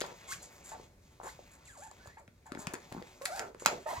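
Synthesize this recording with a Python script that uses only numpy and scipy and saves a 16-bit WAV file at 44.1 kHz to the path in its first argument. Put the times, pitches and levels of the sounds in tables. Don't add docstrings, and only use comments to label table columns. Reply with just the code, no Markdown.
import sys
import numpy as np
from scipy import signal
from scipy.fft import rfft, irfft
from scipy.io import wavfile
from scipy.ndimage import uniform_filter1d

SR = 44100
rng = np.random.default_rng(int(sys.argv[2]) if len(sys.argv) > 2 else 0)


def pcm_store(signal):
    levels = np.round(np.clip(np.atleast_2d(signal), -1, 1) * 32767)
    wavfile.write(sys.argv[1], SR, levels.astype(np.int16).T)


def amplitude_ratio(level_db):
    exponent = np.asarray(level_db, float) / 20
    return 10 ** exponent


N = 176400


def colour(x, table):
    hz, db = np.array(table).T
    f = np.maximum(np.arange(N // 2 + 1) * SR / N, 1)
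    gain = amplitude_ratio(np.interp(np.log(f), np.log(hz), db, left=-90, right=-90))
    y = irfft(rfft(x) * gain, N)
    return y / np.sqrt(np.mean(y ** 2))


def band(x, hz, width):
    return signal.lfilter(*signal.iirpeak(hz, hz / width, SR), x)


def walk(rate):
    hold = int(SR / rate)
    steps = np.repeat(rng.standard_normal(N // hold + 1), hold)
    return uniform_filter1d(steps, hold)[:N]


def gate(t0, t1, attack, release):
    t = np.arange(N) / SR
    return np.clip((t - t0) / attack, 0, 1) * np.exp(-np.maximum(t - t1, 0) / release)


# f/Hz, level/dB per Hz
AIR_TONE = [(12, -42), (20, -15.5), (59, -2.5), (234, -15), (457, -21.5), (588, -22.5), (822, -37),
            (1090, -32), (15900, -46)]


def air():
    mid, side = (colour(rng.standard_normal(N), AIR_TONE) for _ in range(2))
    side = signal.lfilter(*signal.butter(1, 1030, "high", fs=SR), side)
    level = amplitude_ratio(-63.5 + 1.0 * walk(6.66))
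    return level * (mid + side * np.array([[1], [-1]]))


def grains():
    grains_per_s, scatter_db = 9000, 2
    hits = rng.random(N) < grains_per_s / SR
    size_db = scatter_db * np.minimum(rng.exponential(size=N), 4)
    return hits * rng.standard_normal(N) * amplitude_ratio(size_db)


# t/s, level/dB
SLIDE = [(0.0, -55.5), (.7, -61.5), (0.842, -58.5), (0.902, -74), (1.2, -68), (1.36, -62.5), (1.9, -70.5),
         (2.098, -61.5), (2.25, -84), (2.498, -71), (2.6, -59), (3.2, -61), (3.481, -60), (3.529, -75.5),
         (3.7, -48.5), (3.84, -62), (4.0, -52.5)]
# start t/s, length t/s, level/dB
RUBS = [(0.0, 0.015, -54), (0.271, 0.067, -49.5), (0.418, 0.021, -51), (2.052, 0.0096, -59.5),
        (2.174, 0.018, -68), (0.632, 0.085, -52.5), (1.224, 0.064, -57.5), (1.505, 0.043, -63),
        (1.645, 0.1, -62), (1.769, 0.1, -58.5), (2.452, 0.014, -59.5), (2.577, 0.043, -51.5),
        (3.592, 0.0094, -49), (3.657, 0.061, -71)]
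# start t/s, length t/s, level/dB
SWEEPS = [
    (3.207, 0.022, -56),
    (3.245, 0.027, -47.5),
    (3.298, 0.11, -54),
    (3.862, 0.082, -53.5),
    (0.294, 0.033, -45),
    (1.251, 0.047, -57.5),
]
# f/Hz, level/dB per Hz
SLIDE_TONE = [(120, 7.5), (200, -4), (722, -3), (1620, -10), (2170, -5), (5330, -15), (6760, -10),
              (9060, -26), (16000, -24)]
# f/Hz, level/dB per Hz
RUB_TONE = [(1470, -7), (2500, -24), (2830, -13), (5650, -12), (7250, 5), (8530, -10.5), (10300, -10.5),
            (16000, -25.5)]
# f/Hz, level/dB per Hz
SWEEP_TONE = [(2500, 1), (4500, 0.5), (7500, 4), (9000, -3.5), (12000, -4.5), (16000, -12)]


def rustle():
    attack_s, release_s = 0.018, 0.02
    s, db = np.array(SLIDE).T
    slide_db = np.interp(np.arange(N) / SR, s, db) + 0.5 + walk(4.3)
    out = colour(grains(), SLIDE_TONE) * amplitude_ratio(slide_db)

    bright = colour(grains(), RUB_TONE) * amplitude_ratio(3 * walk(250))
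    dark = band(grains(), 1120, 1800)
    rub = bright + amplitude_ratio(-9.5) * dark / dark.std()
    airy = colour(grains(), SWEEP_TONE)
    for sound, strokes in ((airy, SWEEPS), (rub, RUBS)):
        for t0, length, db in strokes:
            out = out + sound * amplitude_ratio(db) * gate(t0, t0 + length, attack_s, release_s)
    return out * amplitude_ratio(walk(60))


def patchy(x):
    centres = 200 * np.sqrt(2) ** np.arange(14)
    return sum(band(x, hz, hz / 2) * amplitude_ratio(4.5 * walk(20)) for hz in centres)


# t/s, peak level/dB, treble level/dB against the
SNAPS = [(0.0054, -30.5, 6.5), (0.0119, -22, -8), (0.018, -21, -12), (.048, -36.5, -20), (0.064, -42, 4),
         (3.362, -39, 6), (2.5204, -34.5, -3), (2.5496, -34.5, -11), (2.6703, -19, -6.5),
         (2.7364, -40.5, 11.5), (2.7411, -26.5, -3), (2.7533, -30, -28), (2.9246, -32, -3),
         (3.0244, -37, -15), (3.2575, -17.5, -3), (3.3945, -20, -2),
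         (3.6603, -8, 1),
         (2.2783, -43, -13), (2.0732, -47, 3), (2.4657, -57, 7), (3.22, -34.5, -11), (3.2546, -27, 8),
         (3.5467, -45.5, -9), (3.5987, -42, -21), (3.6685, -22, -20), (3.6759, -19, -15), (3.684, -22, -27),
         (3.753, -50, 0), (1.913, -53.5, 14), (2.803, -53, 4), (2.819, -58, 5),
         (3.65, -33, -3),
]
# f/Hz, width f/Hz, level/dB
SNAP_BRIGHT = [(4600, 1200, -5), (7000, 1500, 0), (10300, 2000, -9), (13500, 3000, -16)]


def snaps():
    size = 4096
    out, t = np.zeros(N + size), np.arange(size) / SR
    mid_hz, mid_width = 2080, 1580
    shape = np.exp(-t / .00035) + amplitude_ratio(-20) * np.exp(-t / .005)
    for s, db, treble_db in SNAPS:
        crack = shape * rng.standard_normal(size)
        mid = band(band(crack, mid_hz, mid_width), mid_hz, 2 * mid_width)
        tear = shape * rng.standard_normal(size)
        top = sum(amplitude_ratio(part_db) * band(band(tear, hz, width), hz, width) for hz, width, part_db in SNAP_BRIGHT)
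        snap = mid / np.abs(mid).max() + amplitude_ratio(treble_db) * top / np.abs(top).max()
        i = int(s * SR)
        out[i:i + size] += amplitude_ratio(db) * snap
    return out[:N]


# t/s, peak level/dB, f/Hz
THUMPS = [(0.014, -24, 467), (0.039, -33.5, 990), (0.122, -37.5, 515), (0.796, -37, 453),
          (1.199, -35.5, 810), (1.213, -38.5, 920), (1.39, -39, 603), (1.913, -42.5, 862),
          (2.057, -40, 664), (2.279, -43, 183), (2.518, -27.5, 284), (2.534, -47, 407), (2.726, -37, 685),
          (2.551, -30, 283), (2.572, -31, 278), (2.589, -32.5, 218), (2.736, -26, 344), (2.92, -29, 178),
          (2.946, -30, 256), (2.975, -32, 193), (3.016, -36, 490), (3.546, -36, 450), (3.62, -31, 483),
          (3.682, -31, 580),
          (2.072, -39, 100),
    (2.67, -26.5, 170),
    (3.6583, -12.5, 1230),
    (3.663, -29, 218),
    (3.976, -33, 90),
          (2.918, -31.5, 205), (2.964, -31, 276), (2.981, -37, 223), (2.987, -41, 210), (2.996, -34, 196),
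            (3.022, -37, 486), (3.687, -30, 760), (3.697, -32, 690), (3.704, -39, 694), (3.711, -33, 620),
            (3.717, -35, 668), (3.723, -45, 556), (3.728, -29, 396)]


def thumps():
    size, lag_s, knock_hz = 2048, .0015, 900
    out, t = np.zeros(N + 4096), np.arange(size) / SR

    def pop(hz):
        cycles = .8 + hz / knock_hz
        fade = np.exp(1 - 2 * t * hz / cycles)
        return np.sin(2 * np.pi * hz * t) * fade * np.minimum(t * hz, 1)

    for s, db, hz in THUMPS:
        i = int((s + lag_s) * SR)
        knock = pop(knock_hz * np.exp(rng.standard_normal() / 4))
        out[i:i + size] -= amplitude_ratio(db) * (pop(hz) + amplitude_ratio(-6) * knock)
    return out[:N]


# start t/s, end t/s, first slip rate f/Hz, last slip rate f/Hz, level/dB
CREAKS = [
    (1.228, 1.272, 190, 620, -50.5),
    (2.455, 2.7, 930, 250, -62),
    (2.59, 2.66, 200, 210, -57.5),
    (1.99, 2.21, 1500, 2300, -61),
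    (2.68, 2.79, 400, 190, -59),
    (.02, 0.11, 220, 130, -56.5),
]
# f/Hz, width f/Hz, level/dB
SHAFT = [(560, 720, 3.5), (900, 410, -3.5), (1690, 77, 0), (3430, 190, -42)]


def creaks():
    t, slips = np.arange(N) / SR, 0
    for t0, t1, hz0, hz1, db in CREAKS:
        rate = np.exp(np.interp(t, [t0, t1], np.log([hz0, hz1])))
        uneven = np.exp(.07 * walk(300))
        turns = np.cumsum(rate * (t > t0) * (t < t1) * uneven) / SR
        clicks = np.diff(np.floor(turns), prepend=0) / np.sqrt(rate / SR)
        slips = slips + clicks * amplitude_ratio(db + 2.5 * walk(250)) * gate(t0, t1, 0.0058, 0.0027)
    out = 0
    for hz, width, db in SHAFT:
        wide = width * 1.03
        out = out + amplitude_ratio(db) * band(band(slips, hz, wide), hz, wide)
    return 5 * out


# t/s, slip rate f/Hz, level/dB
SQUEAK_A = [(0.28, 1078, -64), (0.29, 1053, -47.5), (0.35, 1133, -53.5)]
# t/s, slip rate f/Hz, level/dB
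SQUEAK_B = [(0.31, 1117, -40), (0.325, 1670, -38.5), (0.346, 3210, -48.5)]
# t/s, slip rate f/Hz, level/dB
SQUEAK_C = [(1.656, 4894, -67), (1.668, 2860, -62), (1.685, 2015, -54.5), (1.702, 1691, -54.5),
            (1.73, 1517, -63), (1.76, 1003, -59.5), (1.788, 524, -52.5)]
# t/s, slip rate f/Hz, level/dB
SQUEAK_D = [(1.791, 520, -49), (1.805, 619, -56), (1.825, 817, -49.5), (1.845, 899, -55),
            (1.867, 880, -51.5), (1.877, 693, -58), (1.89, 873, -58), (1.93, 862, -64.5)]
# t/s, slip rate f/Hz, level/dB
SQUEAK_E = [(3.212, 520, -40), (3.25, 574, -47.5), (3.265, 768, -56), (3.288, 722, -40.5),
            (3.308, 589, -40), (3.332, 757, -39), (3.357, 802, -40)]
# t/s, slip rate f/Hz, level/dB
SQUEAK_F = [(3.358, 728, -41.5), (3.423, 724.7, -41.5), (3.529, 568, -71.5)]
# t/s, slip rate f/Hz, level/dB
SQUEAK_G = [(3.857, 600, -45), (3.868, 605, -35), (3.882, 581, -45.5), (3.888, 654, -44.5),
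            (3.912, 729, -36), (3.922, 800, -43), (3.934, 667, -34), (3.94, 710, -48)]
# t/s, slip rate f/Hz, level/dB
SQUEAK_H = [(2.17, 705, -45), (2.187, 1093, -54.5), (2.196, 699, -55.5), (2.251, 456, -68.5)]
# t/s, slip rate f/Hz, level/dB
SQUEAK_I = [(3.692, 662.7, -51), (3.731, 557.5, -40), (3.744, 492, -44.5), (3.83, 434, -58.5)]
# t/s, slip rate f/Hz, level/dB
SQUEAK_J = [(1.268, 750, -34.5), (1.28, 1069, -43.5), (1.303, 2320, -55.5)]
# t/s, slip rate f/Hz, level/dB
SQUEAK_K = [(.71, 1500, -70), (0.719, 1004, -41), (.77, 595, -55.5)]
# t/s, slip rate f/Hz, level/dB
SQUEAK_L = [(3.859, 900, -45.5), (3.884, 900, -37), (3.898, 1024, -39), (3.917, 994, -36),
            (3.928, 1043, -53), (3.945, 807, -43), (3.955, 914, -42), (3.976, 1035, -40.5),
            (4.0, 1006, -60)]
# t/s, slip rate f/Hz, level/dB
SQUEAK_M = [(.395, 4250, -62), (.408, 4200, -60), (.421, 4150, -63)]
# t/s, slip rate f/Hz, level/dB
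SQUEAK_N = [(3.399, 449.7, -42.5), (3.43, 425.3, -52), (3.471, 449, -50.5), (3.52, 471, -54.5)]
# t/s, slip rate f/Hz, level/dB
SQUEAK_O = [(2.457, 708, -55), (2.471, 1055, -53), (2.489, 900, -67)]
# roughness (0-1), overtone level/dB
SQUEAK_KIND = [(.02, -1), (.03, -14), (.012, -9), (.03, -7), (.03, -8), (.11, -3), (.07, -13), (.08, -8),
               (.2, -13), (.05, -9), (.16, -11), (.05, -9), (.02, -30), (.15, -10), (.05, -12)]


def squeaks():
    t, out = np.arange(N) / SR, 0
    tables = (SQUEAK_A, SQUEAK_B, SQUEAK_C, SQUEAK_D, SQUEAK_E, SQUEAK_F, SQUEAK_G, SQUEAK_H,
              SQUEAK_I, SQUEAK_J, SQUEAK_K, SQUEAK_L, SQUEAK_M, SQUEAK_N, SQUEAK_O)
    throb_hz = 190 * np.exp(.4 * walk(120))
    throb = np.cos(2 * np.pi * np.cumsum(throb_hz) / SR)
    for table, (rough, over_db) in zip(tables, SQUEAK_KIND):
        s, hz, db = np.array(table).T
        rate = np.interp(t, s, hz) * (1 + rough * walk(500))
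        phase = 2 * np.pi * np.cumsum(rate) / SR
        tone = np.sin(phase)
        for k in range(3):
            tone = tone + amplitude_ratio(over_db - 9 * k) * np.sin((k + 2) * phase)
        level = amplitude_ratio(np.interp(t, s, db) + 2.5 * walk(150))
        throbbing = 1 + min(5 * rough, 1) * throb
        out = out + tone * level * throbbing * gate(s[0], s[-1], 0.0023, 0.0024)
    return out


def walls(near):
    size = 16384
    t = np.arange(size) / SR
    fade = np.exp(-np.log(1000) * t / .22) * (t > .003)
    mid, side = rng.standard_normal((2, size)) * fade
    side = signal.lfilter(*signal.butter(1, 250, "high", fs=SR), side)
    tail = signal.lfilter([1], [1, -.5], mid + side * np.array([[1], [-1]]))
    tail = signal.lfilter(*signal.butter(2, 300, "high", fs=SR), tail)
    tail = tail / np.sqrt(np.sum(tail[0] ** 2))
    return signal.fftconvolve(near[None], tail, axes=1)[:, :N]


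# t/s, left minus right level/dB
BOOT_PAN = [(0, 5), (.5, 2), (1.3, 2.5), (2.1, -1), (2.5, 4), (3.15, 2), (3.22, 0), (3.82, -2.5),
            (3.86, -5.5), (4, -2)]
# f/Hz, lead (radians)
PORTS = [(200, 0), (800, -1.1), (2300, -1.7), (3500, 1.3)]


def two_ports(boots, legs):
    half = np.array([[.5], [-.5]])
    pan_db = np.interp(np.arange(N) / SR, *np.array(BOOT_PAN).T)
    hz, lead = np.array(PORTS).T
    f = np.maximum(np.arange(N // 2 + 1) * SR / N, 1)
    turn = np.exp(1j * np.interp(f, hz, lead) * half)
    boot_side = rfft(boots * amplitude_ratio(pan_db * half)) * turn
    leg_side = rfft(legs * amplitude_ratio(1 * half)) / turn
    return irfft(boot_side + leg_side, N)


def scene():
    still_air = air()
    legs = patchy(rustle()) / 2
    boots = snaps() + thumps() + creaks() + squeaks()
    return two_ports(boots, legs) + amplitude_ratio(-9.5) * walls(boots + legs) + still_air


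def roll_off(x):
    return signal.sosfilt(signal.butter(12, 16990, fs=SR, output="sos"), x)


def record(dry):
    heard = dry - 0.56 * band(dry, 2950, 830)
    top_cut = signal.butter(10, 16000, fs=SR, output="sos")
    return roll_off(signal.sosfilt(top_cut, heard))


dry = scene()
out = record(dry)
pcm_store(out)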